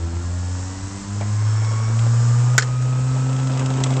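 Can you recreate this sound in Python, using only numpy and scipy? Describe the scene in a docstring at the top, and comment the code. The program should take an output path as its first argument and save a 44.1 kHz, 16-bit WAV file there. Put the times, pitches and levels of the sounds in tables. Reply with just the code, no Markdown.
"""The pump motor of a convertible's roof hums close by, speeding up as the folding top gets lighter.
Its shaft orders hum, its commutator whines, its brushes hiss and oil rushes in the lines.
The roof bows knock, the frame snaps over once with a metal clunk, then the hinges creak in a run
of small stick-slip ticks. A low outdoor rumble lies underneath."""
import sys
import numpy as np
from scipy import signal
from scipy.fft import rfft, irfft
from scipy.io import wavfile
from scipy.ndimage import uniform_filter1d

SR = 44100
rng = np.random.default_rng(int(sys.argv[2]) if len(sys.argv) > 2 else 0)


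def file_out(sig):
    """Save sig as 16-bit WAV at sys.argv[1]."""
    # one column per channel
    cols = np.atleast_2d(sig).T
    # limit, then scale
    lim = np.clip(cols, -1, 1)
    pcm = np.round(lim * 32767).astype(np.int16)
    wavfile.write(sys.argv[1], SR, pcm)


N = 176400


def motor(turns, speed):
    """Shaft hum, overtones and commutator whine, all locked to the shaft and fluttering in level."""
    # envelopes of shaft orders 1 to 4: time_s, level_db
    hum = [(0.0, -26), (0.04, -20), (0.11, -28), (0.17, -20), (0.22, -28), (0.26, -23), (0.54, -23),
           (0.81, -32.5), (0.85, -24), (0.9, -35.5), (0.95, -29), (0.98, -32), (1.0, -50), (1.05, -39),
           (1.1, -27), (1.17, -23.5), (1.47, -16.5), (1.85, -19.5), (2.03, -15), (2.39, -14), (2.56, -16),
           (2.6, -21.5), (2.84, -18), (3.79, -19.5), (3.93, -18), (4.0, -18.5)]
    second = [(0, -39.5), (.55, -40), (.7, -43), (.9, -43.5), (1.02, -33.5), (1.28, -35), (1.48, -57.5),
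              (1.7, -43.5), (1.95, -35.5), (2.07, -41), (2.35, -36), (2.52, -55), (2.75, -43),
              (3.25, -31.5), (4, -29)]
    third = [(0, -51), (.13, -39.5), (.3, -43.5), (.65, -37), (1.1, -42.5), (1.5, -48), (2.6, -65),
             (3.1, -54), (4, -39)]
    fourth = [(0, -39), (.15, -40), (.55, -61), (.95, -51), (1.4, -51.5), (2.6, -45.5), (3.3, -49.5),
              (3.5, -41), (4, -47)]
    # envelope of the commutator whine: time_s, level_db
    whine = [(0, -59), (.25, -55.5), (1.2, -47.5), (1.5, -46.5), (1.62, -47), (1.72, -41), (1.9, -40),
             (2.061, -49.5), (2.2, -43), (2.55, -41.5), (3.6, -42.5), (4, -47)]
    # faint orders that shift as the load eases: shaft_multiple, loaded_db, light_db
    faint_orders = [(5, -52.5, -68), (6, -52, -71), (7, -54, -60.5), (8, -57, -62), (9, -56.5, -59),
                    (11, -57.5, -66.5), (12, -57, -61), (16, -55.5, -66.5), (19, -59, -58),
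                    (21, -62, -64.5)]
    # the commutator's upper partials: shaft_multiple, gain_db
    upper_partials = [(20, 1.5), (21, -8), (30, -8), (31, -12), (41, -11), (48, -10), (49, -4), (50, .5),
                      (51, -6), (61, -7)]
    # their shared envelope: time_s, level_db
    upper_level = [(0, -68), (1.3, -63), (1.48, -52), (1.85, -50), (2.05, -62), (2.8, -65), (4, -64)]
    # a brief shudder at half the shaft rate: time_s, level_db
    shudder_level = [(0, -64.5), (2.6, -56), (2.73, -45), (2.93, -39), (3.1, -50), (3.5, -59)]
    flutter_db = 3

    def tone(order):
        return np.sqrt(2) * np.sin(2 * np.pi * (order * turns + rng.random()))

    out = tone(1) * undb(curve(hum) + 0.28 * drift(36))
    for order, level in ((2, second), (3, third), (4, fourth), (10, whine)):
        out += tone(order) * undb(curve(level) + 1.2 * drift(25))
    ease = (speed - speed.min()) / np.ptp(speed)  # 0 under load, 1 running light
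    for order, loaded_db, light_db in faint_orders:
        level_db = loaded_db + (light_db - loaded_db) * ease
        out += tone(order) * undb(level_db + flutter_db * drift(21))
    for order, gain_db in upper_partials:
        out += tone(order) * undb(gain_db + curve(upper_level) + flutter_db * drift(26))
    shudder = np.sqrt(2) * np.sin(np.pi * turns)
    return out + shudder * undb(curve(shudder_level) + flutter_db * drift(20))


def brushes(turns):
    """Brushes scrape the same track on every turn; the track slowly changes and fresh hiss mixes in."""
    # tone of the brush hiss: frequency_hz, gain_db
    hiss_eq = [(900, -29), (1600, -2.5), (2200, -4.5), (2750, -6.5), (3400, -8), (4200, -5), (4950, -3),
               (5300, 1.5), (5700, -1.5), (6500, 2.5), (7300, 5), (8050, 2.5), (8900, -17)]
    # its envelope: time_s, level_db
    hiss_level = [(0, -46), (.68, -42.5), (1.05, -42.5), (1.75, -39), (2.1, -40), (2.5, -40), (2.75, -44),
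                  (3.05, -42), (3.8, -41.5), (4, -40.5)]
    track_share, trim_db = 0.2, 0.5
    grid = np.linspace(0, 1, num=320)  # positions around one turn
    track = sum(drift(2.5) * np.interp(turns % 1, grid, rng.standard_normal(len(grid)))
                for _ in range(4))
    scrape = np.sqrt(track_share) * unit(track) + np.sqrt(1 - track_share) * noise()
    pressure = 1 + 0.16 * np.cos(2 * np.pi * turns)
    hiss = unit(colour(scrape * pressure, hiss_eq))
    return hiss * undb(curve(hiss_level) + trim_db + .4 * drift(10))


def pump(turns):
    """Oil rushes in the lines and rings the housing, throbbing with the shaft."""
    # tone of the oil rush and of the housing's resonance: frequency_hz, gain_db
    oil_eq = [(50, -16.5), (120, -1), (210, 2.5), (290, 1), (370, -3.5), (490, 1), (650, -2), (900, -2.5),
              (1300, -8.5), (1900, -18.5), (3000, -17), (6000, -34.5)]
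    housing_eq = [(300, -22), (420, -10.5), (490, -7), (580, -17.5), (750, -11), (950, 1), (1350, 1),
                  (1700, -3), (2300, -17.5), (4000, -35.5)]
    # their envelopes: time_s, level_db
    oil_level = [(0, -43.5), (1.1, -45), (2, -37), (2.5, -35.5), (2.8, -38), (3.2, -36.5), (3.6, -32),
                 (4, -29)]
    housing_level = [(0, -49), (1.1, -44.5), (1.6, -39.5), (2.4, -39.5), (2.8, -47), (3.3, -43), (4, -44)]
    throb = 1 + 0.33 * np.sin(2 * np.pi * turns)
    flow = noise() * throb * undb(2.5 * drift(98))
    oil = unit(colour(flow, oil_eq)) * undb(curve(oil_level))
    housing = unit(colour(noise() * throb, housing_eq)) * undb(curve(housing_level))
    return oil + housing


def frame_clunk():
    """The frame snaps over and rebounds: a crack and the ring of its metal rails."""
    # the hit and its rebounds: start_s, level_db
    hits = [(2.5799, -1.5), (2.5838, -6.5), (2.595, -15.5), (2.609, -19), (2.623, -15.5), (2.628, -18),
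            (2.673, -33), (2.823, -27)]
    # the frame's modes: pitch_hz, gain_db, t60_s
    modes = [(410, -28, .08), (445, -24, .08), (490, -25, .08), (762, -29, .06), (1345, -19, .04),
             (1454, -17, .055), (1525, -21, .06), (1686, -19, .06), (1758, -17, .06), (1965, -20, .05),
             (2079, -21, .05), (3152, -25, .09), (4255, -22, .055), (5153, -24, .06), (5560, -23, .05),
             (7042, -22, .06), (7176, -22, .06)]
    # tone of the contact crack: frequency_hz, gain_db
    crack_eq = [(200, -2.5), (1100, -6), (1500, 10.5), (2050, 5.5), (2600, -6), (3700, -5.5), (5400, 0.5),
                (6300, -3), (7300, 5), (8500, -10.5)]
    snap = undb(-7) * decays(hits, t60_s=0.006)
    tail = undb(-8.5) * decays(hits, t60_s=0.06)
    rails = undb(-1) * ring(hits, modes)
    crack = colour(noise() * (snap + tail), crack_eq)
    return rails + crack


def bow_knocks():
    """The roof bows knock hollowly, each with a short scuff."""
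    # knocks on the bows: start_s, level_db
    hits = [(1.211, -28), (1.224, -34), (1.619, -37)]
    # the bows' hollow modes: pitch_hz, gain_db, t60_s
    modes = [(607, -0.5, .12), (690, -2.5, 0.068), (816, 3.5, 0.039), (2200, -12, .06)]
    # tone of the scuff: frequency_hz, gain_db
    scuff_eq = [(250, -8), (550, -4), (800, -1.5), (1100, -13), (2100, -4), (3000, -19), (8000, -32)]
    body = ring(hits, modes)
    scuff = colour(noise() * decays(hits, t60_s=0.079), scuff_eq)
    return body + undb(-3.5) * scuff


def hinge_ticks():
    """Hinges stick and slip as the top folds; each slip is a bright ping and a scrape."""
    # a few lone slips, then a quick run: start_s, level_db
    slips = [(1.209, -40), (1.647, -33.5), (1.991, -27.5), (3.294, -37), (3.329, -34.5), (3.364, -34),
             (3.399, -34), (3.432, -36), (3.472, -31.5), (3.517, -35.5), (3.536, -37), (3.574, -30),
             (3.594, -26), (3.620, -50), (3.660, -27), (3.703, -32), (3.738, -31.5), (3.772, -33),
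             (3.804, -33), (3.8375, -15.5), (3.869, -32.5), (3.9055, -29), (3.938, -29.5), (3.9675, -29.5)]
    # the hinges' modes: pitch_hz, gain_db, t60_s
    modes = [(2027, -7, 0.03), (2620, -6.5, .025), (3315, -3.5, 0.019), (3820, -7, 0.026), (4970, -8, .025),
             (7950, -8, 0.048)]
    # tone of the scrape: frequency_hz, gain_db
    scrape_eq = [(600, -11.5), (1900, -1.5), (3500, 2), (4700, -1), (7500, 5.5), (8700, -11)]
    pings = ring(slips, modes)
    scrape = colour(noise() * decays(slips, t60_s=0.028), scrape_eq)
    return pings + undb(-1) * scrape


def outdoors():
    """A steady bed of low open-air rumble."""
    # tone of the rumble: frequency_hz, gain_db
    rumble_eq = [(15, -7.5), (35, -5.5), (60, -2), (110, -4), (200, -8.5), (500, -27.5)]
    return unit(colour(noise(), rumble_eq)) * undb(-39)


def ring(hits, modes):
    """Each hit sets the modes ringing as damped sines of random polarity."""
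    t = np.arange(N // 8) / SR
    out = np.zeros(N + len(t))
    for start_s, level_db in hits:
        start = int(start_s * SR)
        for pitch_hz, gain_db, t60_s in modes:
            gain = undb(level_db + gain_db) * rng.choice([-1, 1])
            decay = np.exp(-np.log(1000) * t / t60_s)
            out[start:start + len(t)] += gain * np.sin(2 * np.pi * pitch_hz * t) * decay
    return out[:N]


def decays(hits, t60_s):
    """Envelope that jumps at each hit and dies away; overlapping tails add in power."""
    t = np.arange(N) / SR
    power = np.zeros(N)
    for start_s, level_db in hits:
        decay = np.exp(-np.log(1000) * np.abs(t - start_s) / t60_s)
        power += (t >= start_s) * (undb(level_db) * decay) ** 2
    return np.sqrt(power)


def colour(x, eq):
    """Minimum-phase EQ that keeps the power of white noise."""
    hz, db = np.array(eq, float).T
    bins_hz = np.arange(N // 2 + 1) * SR / N
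    gain = undb(np.interp(np.log(bins_hz + 1), np.log(hz), db))
    gain /= np.sqrt(np.mean(gain ** 2))
    cepstrum = irfft(np.log(gain), N)
    cepstrum[1:N // 2] *= 2  # folded forward so nothing rings ahead of a hit
    cepstrum[N // 2 + 1:] = 0
    return irfft(rfft(x) * np.exp(rfft(cepstrum)), N)


def drift(rate_hz):
    """Smooth random modulation with spread 1, changing about rate_hz times a second."""
    width = int(SR / rate_hz)
    smoothed = uniform_filter1d(noise(), width, mode="wrap")
    return unit(uniform_filter1d(smoothed, width, mode="wrap"))


def curve(points):
    """Breakpoints in time joined by straight lines."""
    return np.interp(np.arange(N) / SR, *np.array(points).T)


def noise():
    """White noise."""
    return rng.standard_normal(N)


def unit(x):
    """Scale to spread 1."""
    return x / np.std(x)


def undb(db):
    """Decibels to gain."""
    return 10 ** (np.asarray(db) / 20)


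def scene():
    """One shaft drives motor, brushes and pump; the folding frame and the open air join in mono."""
    # motor speed, rising as the load eases: time_s, shaft_hz
    speed_ramp = [(0, 83), (.1, 84.2), (.3, 87.8), (.55, 90.9), (.9, 97.3), (1.05, 99.6), (1.25, 103.6),
                  (1.57, 108.6), (1.87, 111.4), (2.12, 117), (2.28, 118.6), (2.55, 124), (2.8, 125.4),
                  (3, 127.9), (3.25, 130.2), (3.5, 131), (4, 131)]
    speed = curve(speed_ramp)
    wobble = 1 + .0012 * drift(20.06)
    turns = np.cumsum(speed * wobble) / SR
    air = outdoors()
    drive = motor(turns, speed) + brushes(turns) + pump(turns)
    return (drive + frame_clunk() + bow_knocks() + hinge_ticks() + air)[None]


def record(dry):
    """A small camera cuts the treble, clips any peak over its ceiling and trims the clipping's fizz."""
    def low_pass(x, cutoff_hz):
        return signal.sosfilt(signal.ellip(8, .3, 75, cutoff_hz, fs=SR, output="sos"), x)

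    ceiling = undb(-1.5)
    dulled = low_pass(dry, cutoff_hz=8300)
    clipped = np.clip(dulled, -ceiling, ceiling)
    return low_pass(clipped, cutoff_hz=15600)


dry = scene()
out = record(dry)
file_out(out)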